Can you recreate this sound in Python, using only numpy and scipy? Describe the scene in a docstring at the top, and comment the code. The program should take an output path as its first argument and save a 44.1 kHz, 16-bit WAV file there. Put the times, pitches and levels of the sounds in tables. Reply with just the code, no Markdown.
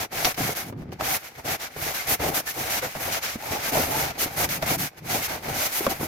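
"""A hollow aluminium straightedge is worked to and fro through damp mortar in a small tiled room.
Throughout, sand crushes and slips under the edge, the bar judders and rings dully, the bed rumbles.
At 0.25 s the edge cracks over a pebble; up to 1 s the bar knocks on the bed and groans as it rubs.
From 1 to 4 s stick-slip squeaks come among scattered knocks and lighter cracks.
The groans return from 4.4 to 5.2 s; the hardest knock lands at 5.9 s."""
import sys
import numpy as np
from scipy import signal
from scipy.fft import rfft, irfft, next_fast_len
from scipy.io import wavfile
from scipy.ndimage import uniform_filter1d

SR = 44100
rng = np.random.default_rng(int(sys.argv[2]) if len(sys.argv) > 2 else 0)


def pcm_store(signal):
    """Save signal as 16-bit PCM."""
    levels = np.round(np.clip(np.atleast_2d(signal), -1, 1) * 32767)
    wavfile.write(sys.argv[1], SR, levels.astype(np.int16).T)


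N = 267687
TIME = np.arange(N) / SR
ORDINARY_DB = -29  # sand level of an ordinary stroke


def undb(db):
    """Decibels to gain."""
    return 10 ** (np.asarray(db) / 20)


def unit(x):
    """Scale to rms 1."""
    return x / np.sqrt(np.mean(x ** 2))


def decay(t, t60_s):
    """Exponential fall, 60 dB in t60_s."""
    return np.exp(-np.log(1000) * t / t60_s)


def colour(x, points):
    """Filter by a spectrum of (Hz, dB) points."""
    size = next_fast_len(x.shape[-1] + 2048)
    bin_hz = np.arange(size // 2 + 1) * SR / size
    hz, db = np.transpose(points)
    gain = undb(np.interp(np.log(bin_hz + 1), np.log(hz), db))
    return irfft(rfft(x, size) * gain, size)[..., :x.shape[-1]]


def resonate(x, hz, width_hz):
    """One resonance, gain 1 at its centre."""
    return signal.lfilter(*signal.iirpeak(hz, hz / width_hz, fs=SR), x)


def spread(pair):
    """Two unrelated signals to stereo: alike in the bass, unrelated in the treble."""
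    # Stereo width. Each row: frequency in Hz, side minus mid in dB.
    width = [(40, -22), (90, -27), (180, -16), (350, -11), (700, -2), (1300, -0.5), (16000, 0)]
    mid, side = pair[0] + pair[1], colour(pair[0] - pair[1], width)
    return np.array([mid + side, mid - side]) / 2


def walk(rate_hz):
    """Random levels held 1 / rate_hz s, smoothed twice; rms 1."""
    hold = int(SR / rate_hz)
    steps = np.repeat(rng.standard_normal(N // hold + 1), hold)
    return unit(uniform_filter1d(uniform_filter1d(steps, hold), hold)[:N])


def gate(start_s, end_s):
    """Envelope of a rub that eases in and out."""
    along = np.clip((TIME - start_s) / (end_s - start_s), 0, 1)
    return np.sqrt(np.maximum(np.sin(np.pi * along), 0))


def add(out, start_s, sound):
    """Mix a sound in at start_s."""
    start = int(start_s * SR)
    out[:, start:start + sound.shape[1]] += sound[:, :N - start]


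def grains(per_s, scatter_db):
    """Two streams of random contacts, many small, a few large."""
    hit = rng.random((2, N)) < per_s / SR
    size = undb(scatter_db * np.minimum(rng.exponential(size=(2, N)), 5))
    return unit(hit * size * rng.standard_normal((2, N)))


def crumble(per_s, scatter_db, crush_s):
    """Grains break at random, each in a tiny burst; the rate sets texture, not level."""
    hit = rng.random(N) < per_s / SR
    size = undb(scatter_db * np.minimum(rng.exponential(size=N), 5))
    energy = signal.lfilter([1], [1, -np.exp(-1 / (crush_s * SR))], hit * size ** 2 / per_s)
    return unit(np.sqrt(energy) * rng.standard_normal((2, N)))


def burst(t60_s, spectrum):
    """A sudden crush of grains, dying away; peak 1."""
    t = np.arange(SR // 5) / SR
    noise = rng.standard_normal((2, len(t))) * decay(t, t60_s)
    crush = spread(colour(noise, spectrum))
    return crush / np.abs(crush).max()


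def ringing(modes, slips_per_s):
    """The edge sticks and slips on lumps; each slip rings damped (Hz, width Hz, dB) modes."""
    slips = grains(slips_per_s, scatter_db=2.0)
    return sum(undb(db) * resonate(slips, hz, width_hz) for hz, width_hz, db in modes)


def room_air():
    """Faint steady noise of still air."""
    # Air spectrum. Each row: frequency in Hz, relative density in dB.
    spectrum = [(25, -12), (130, -8), (300, 1), (750, 5), (1500, 16), (3000, 3), (8000, -53), (16000, -43)]
    return unit(spread(colour(rng.standard_normal((2, N)), spectrum))) * undb(-67)


def walls(x, t60_s, wet_db, delay_s):
    """Close tiles add a short wash of reflections, different in each channel."""
    t = np.arange(SR // 2) / SR
    tail = rng.standard_normal((2, len(t))) * decay(t, t60_s) * (t > delay_s)
    tail /= np.sqrt(np.sum(tail ** 2, axis=1, keepdims=True))
    return x + undb(wet_db) * signal.fftconvolve(x, tail, axes=1)[:, :N]


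def bed(rumble_db):
    """Dull shoves of the bar travel through the packed mortar."""
    # Rumble spectrum. Each row: frequency in Hz, relative density in dB.
    spectrum = [(20, -8), (35, -10.5), (55, -2), (80, 4), (115, 3), (165, 3.5), (205, -16), (400, -17),
                (800, -50), (2000, -86)]
    shoves = grains(970, scatter_db=2.5)
    return unit(spread(colour(shoves, spectrum))) * undb(rumble_db + 0.44)


def groans():
    """Slow rubbing on packed mortar booms low and hollow."""
    # Each row: start in seconds, end in seconds, level in dB.
    rubs = [(0.375, 0.514, -33.5), (0.615, 0.98, -36.5), (4.4, 4.644, -38.5), (4.63, 4.882, -33.5),
            (5.002, 5.223, -37)]
    modes = [(162.4, 52, 0.5), (119, 14, -5.5), (267, 51, -9)]
    boom = resonate(ringing(modes, slips_per_s=900), hz=125, width_hz=260)
    return unit(spread(boom)) * sum(undb(db) * gate(start_s, end_s) for start_s, end_s, db in rubs)


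def squeaks():
    """Fast stick-slip locks briefly on to one mode of the bar."""
    # Each row: start in seconds, end in seconds, pitch in Hz, level in dB.
    catches = [(1.06, 1.14, 764, -35), (1.959, 1.995, 1516, -33), (1.99, 2.03, 2100, -33.5),
               (2.468, 2.498, 1778, -32), (2.818, 2.868, 518, -32), (3.397, 3.64, 847, -37),
               (3.896, 3.978, 850, -29.5), (3.984, 4.11, 712, -43)]
    slips = grains(3000, scatter_db=1.0)
    out = np.zeros((2, N))
    for start_s, end_s, hz, db in catches:
        tone = resonate(resonate(slips, hz, width_hz=61), hz, width_hz=110)
        out += unit(tone) * undb(db) * gate(start_s, end_s)
    return spread(out)


def cracks():
    """A pebble jams under the edge and gives way with a bright snap."""
    # Each row: start in seconds, relative level in dB, 60 dB decay time in seconds.
    snaps = [(0.247, -9.5, .045), (.252, -10, 0.06), (.344, -31, .045), (0.551, -29, 0.026),
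             (0.92, -39, 0.027), (1.009, -27, 0.027), (1.358, -41, 0.037), (3.424, -31, 0.03),
             (4.49, -25, .04), (4.624, -24, .04), (5.866, -24, .03)]
    # Snap spectrum. Each row: frequency in Hz, relative density in dB.
    spectrum = [(100, 2), (400, -4.5), (900, 1), (2000, 2.5), (4000, 0.5), (6000, 1), (8000, -15),
                (13000, -4), (16000, -16)]
    out = np.zeros((2, N))
    for start_s, db, t60_s in snaps:
        add(out, start_s, undb(db + 4.5) * burst(t60_s, spectrum))
    return out


def knocks():
    """The bar lands on soft mortar: a damped thud with a crush of sand."""
    # Each row: start in seconds, level in dB, thud pitch in Hz.
    landings = [(.378, -23, 310), (.405, -20.5, 290), (0.49, -22.5, 420), (.699, -26.5, 152),
                (0.725, -30, 394), (.820, -27.5, 173), (.89, -42, 422), (0.924, -28, 362), (.999, -28, 790),
                (1.009, -16, 635), (1.763, -28.5, 430), (2.2, -28, 487), (2.265, -18.5, 590),
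                (2.826, -21.5, 516), (2.952, -22, 625), (3.357, -23.5, 233), (3.53, -26, 260),
                (3.754, -17, 615), (3.770, -14, 593), (3.797, -19, 270), (4.261, -23, 300),
                (4.626, -14.5, 644), (5.807, -20, 400), (5.866, -8.5, 548), (5.876, -20, 214),
                (6.009, -23, 392), (6.03, -20, 325)]
    rise_s, t60_s = 0.00071, 0.049
    out, t = np.zeros((2, N)), np.arange(SR // 5) / SR
    for start_s, db, hz in landings:
        thud = np.sin(2 * np.pi * hz * t) * decay(t, t60_s) * (1 - np.exp(-t / rise_s))
        spectrum = [(hz / 8, -12), (hz / 2, -1), (hz, 0), (hz * 2, -4), (hz * 4, -14), (hz * 20, -42)]
        add(out, start_s, undb(db) * (0.81 * thud + 1.05 * burst(t60_s, spectrum)))
    return out


def creep(t):
    """Relative speed and pressure in dB of the light drag between strokes."""
    # Each row: time in seconds, sand level in dB, pressure on the bed in dB.
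    drag = [(.09, -67, 3), (.12, -51, -3), (.69, -45.5, 0.5), (.74, -77, 7), (.9, -67, 9),
            (1.2, -48.5, -6.5), (1.33, -53.5, -2.5), (1.73, -50.5, -4), (2.04, -35.5, -6), (2.17, -50.5, 0),
            (2.31, -40.5, 6.5), (2.44, -50.5, -1), (2.6, -37, -8.5), (3.4, -46, -1.5), (3.47, -36, 1),
            (4.13, -48.5, 4.5), (4.33, -41.5, 3.5), (4.62, -49, 5), (4.92, -61, 1), (5.02, -61.5, 4),
            (5.07, -36, -1.5), (5.42, -48.5, 2.5), (5.72, -37, -5), (6.07, -46.5, 2)]
    time_s, sand_db, press_db = np.transpose(drag)
    return undb(np.interp(t, time_s, sand_db) - ORDINARY_DB), np.interp(t, time_s, press_db)


def stroke(t, start_s, length_s, rise_db):
    """Relative speed in one stroke: it eases in, swells, gains or loses pace, eases out."""
    attack_s, release_s, swell_db = 0.027, 0.023, 6.5
    ease = np.clip((t - start_s) / attack_s, 0, 1) * np.clip((start_s + length_s - t) / release_s, 0, 1)
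    along = np.clip(2 * (t - start_s) / length_s - 1, -1, 1)
    return np.sin(np.pi / 2 * ease) ** 2 * undb(rise_db * along / 2 - swell_db * along ** 2)


def drive():
    """Levels in dB of hiss, crunch, ring, rumble: fine contacts follow speed, heavy ones pressure."""
    # Pushes and pulls. Each row: start in seconds, length in seconds, sand level in dB,
    # speed rise in dB, pressure on the bed in dB.
    strokes = [(-.031, .1, -29.5, -9, .5), (.105, 0.23, -28.5, 11.5, .5), (.358, .19, -29, -3.5, 1),
               (0.543, .11, -33, -11, -4), (0.76, .099, -59.5, -9, 8.5), (.909, .046, -44, -8, -13),
               (0.981, 0.063, -38, 5, 6), (1.015, .172, -28, 2.5, -1), (1.219, 0.083, -40, 3, -6.5),
               (1.359, .066, -47.5, -6, 4), (1.435, 0.14, -28.5, 3, 1), (1.584, .11, -34.5, -5, -6.5),
               (1.744, .086, -41, 8, 3.5), (1.8, 0.14, -30, -3, 0), (1.927, .12, -30.5, -6, -12),
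               (2.054, .111, -26, 7, -0.5), (2.182, .13, -30.5, 7, 6.5), (2.328, 0.094, -25.5, -5, -1),
               (2.448, .087, -31, 3, -12), (2.549, 0.16, -33, 2, 1.5), (2.682, .13, -25.5, -2.5, -4),
               (2.805, 0.099, -34.5, -13, 1), (2.935, 0.055, -43, 0, 8), (2.984, .16, -32, -1, 2),
               (3.105, 0.1, -24.5, -11, -5.5), (3.21, .17, -31, -18.5, -10), (3.493, 0.13, -32, -13, -1),
               (3.581, .14, -30, 10, -6.5), (3.708, .21, -27, -7.5, 4), (3.888, 0.24, -29, -2, 2.5),
               (4.169, 0.095, -25.5, 7, -11.5), (4.24, 0.059, -39, -4, 4), (4.35, .12, -25.5, 8, 3),
               (4.477, .116, -29, -5, -6.5), (4.607, .056, -31, 1, 8), (4.643, .13, -26, -3, 2),
               (4.77, 0.13, -29.5, -7, -8), (4.958, 0.053, -47.5, 3, -6), (5.081, .15, -29, -6, -2.5),
               (5.204, .081, -27.5, 4, -7.5), (5.271, .14, -36, -22.5, 1.5), (5.413, .2, -37, -1, 4.5),
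               (5.526, 0.16, -25.5, 11, -7), (5.703, .11, -27, 6, -9), (5.786, 0.1, -33.5, 0, .5),
               (5.879, 0.077, -32, -16, 4), (5.981, 0.097, -37.5, 6, 5.5)]
    # Response of hiss, crunch, ring, rumble. Each row: ordinary level in dB, dB per dB of speed,
    # dB per dB of pressure, smoothing time in seconds.
    response = [(-29, 0.99, -0.01, .005), (-32.5, 0.77, 0.16, 0.017), (-32.5, 0.79, 0.74, 0.0044),
                (-43.5, 0.54, 1.6, 0.017)]
    t = TIME[::32]
    motions = [(stroke(t, start_s, length_s, rise_db) * undb(db - ORDINARY_DB), press_db)
               for start_s, length_s, db, rise_db, press_db in strokes]
    motions.append(creep(t))
    lumps_db = walk(41)  # lumps catch the edge and let it go
    levels_db = []
    for db, by_speed, by_press, smooth_s in response:
        power = sum((speed ** by_speed * undb(by_press * press_db)) ** 2 for speed, press_db in motions)
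        level_db = np.interp(TIME, t, db + 10 * np.log10(power)) + by_speed * lumps_db
        levels_db.append(uniform_filter1d(level_db, int(smooth_s * SR)))
    return levels_db


def judder(ring_db, rumble_db, slip):
    """The dragged bar rings; it bends and chatters when it both bites and bears on the bed."""
    # Modes of the bar in mortar, then its low bending modes.
    # Each row: frequency in Hz, width in Hz, relative gain in dB.
    ring_modes = [(580, 140, 3), (686, 74, 4.5), (759.5, 91, 8.5), (856, 44, -2)]
    bending_modes = [(242, 95, 2), (305, 66, 1), (415, 154, 2.5)]
    ring_eq = [(150, -20), (450, -3.0), (600, 1), (900, -0.5), (1300, -1.0), (3000, -8)]
    chatter_eq = [(100, -22), (230, 3.0), (500, 1.5), (900, -4), (3000, -40)]
    ring = unit(spread(colour(ringing(ring_modes, slips_per_s=2500), ring_eq)))
    chatter = unit(spread(colour(ringing(bending_modes, slips_per_s=1200), chatter_eq)))
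    chatter_db = (ring_db + rumble_db) / 2 - 2.5 + 2.9 * slip
    return ring * undb(ring_db - 0.8 + 1.66 * slip) + chatter * undb(chatter_db)


def pings(count, t60_s, scatter_db):
    """Dense, brief pings at random pitches that colour the crunch."""
    out, t = np.zeros((2, N)), np.arange(SR // 20) / SR
    fade = decay(t, t60_s) * (1 - np.exp(-t / 0.00029))
    for when, pitch, size, phase in rng.random((count, 4)):
        hz = 1300 * 2.4 ** pitch
        phases_rad = np.array([[0], [2 * np.pi * phase]])  # left and right out of step
        ping = fade * np.sin(2 * np.pi * hz * t + phases_rad)
        add(out, when * N / SR, undb(scatter_db * size) * ping)
    return unit(out)


def sand(hiss_db, crunch_db, slip):
    """Fine grains hiss, coarse ones crunch, with faint pings; a faster stroke meets more grains."""
    # Spectra of fine and coarse sand. Each row: frequency in Hz, relative density in dB.
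    fine_spectrum = [(900, -28), (2000, -7.5), (2900, -0.5), (3700, -0.5), (5000, 0), (6300, 2.5),
                     (7200, -2), (8100, -4.5), (10000, -1.5), (12800, 3), (14500, 2.5), (16000, -13)]
    coarse_spectrum = [(450, -8), (900, -6.5), (1250, -1), (1550, 1), (1800, -0.5), (2200, 3), (2500, -1.5),
                       (3000, -9.5), (5000, -10.5), (12000, -61)]
    contacts_per_s = 1500 + 12000 * undb(0.5 * (hiss_db - hiss_db.max()))
    fine = colour(crumble(contacts_per_s, scatter_db=0.0, crush_s=0.0015), fine_spectrum)
    coarse = colour(crumble(0.23 * contacts_per_s, scatter_db=2.5, crush_s=0.0031), coarse_spectrum)
    # Treble varies as finer and coarser patches pass; slow or heavy strokes lose it.
    treble = colour(fine, [(5000, -21), (9000, -2.0)])
    patches_db = 3.1 * walk(12)
    slow_db = 0.067 * np.minimum(hiss_db + 49, 0)
    heavy_db = -0.15 * np.clip(crunch_db - hiss_db + 2.5, -4, 6)
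    fine = fine + treble * (undb(patches_db + slow_db + heavy_db) - 1)
    hiss = unit(spread(fine)) * undb(hiss_db - 0.07 + 0.59 * slip)
    crunch = unit(spread(coarse)) * undb(crunch_db + 0.04 + 0.14 * slip)
    pings_db = np.minimum(crunch_db, hiss_db) - 9.0
    return hiss + crunch + pings(count=3600, t60_s=0.024, scatter_db=6.0) * undb(pings_db)


def scene():
    """The work between tiled walls, over still air."""
    hiss_db, crunch_db, ring_db, rumble_db = drive()
    slip = walk(75)  # uneven drag shakes sand and bar together
    scrape = sand(hiss_db, crunch_db, slip) + judder(ring_db, rumble_db, slip) + bed(rumble_db)
    work = scrape + groans() + squeaks() + knocks() + cracks()
    room = walls(work, t60_s=0.068, wet_db=-14.5, delay_s=0.0071) + room_air()
    balance_db = [[0.13], [-0.13]]
    return room * undb(balance_db)


def record(dry):
    """Steep low-pass at 16 kHz."""
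    return signal.sosfilt(signal.ellip(10, 0.1, 80, 16000, fs=SR, output="sos"), dry)


dry = scene()
out = record(dry)
pcm_store(out)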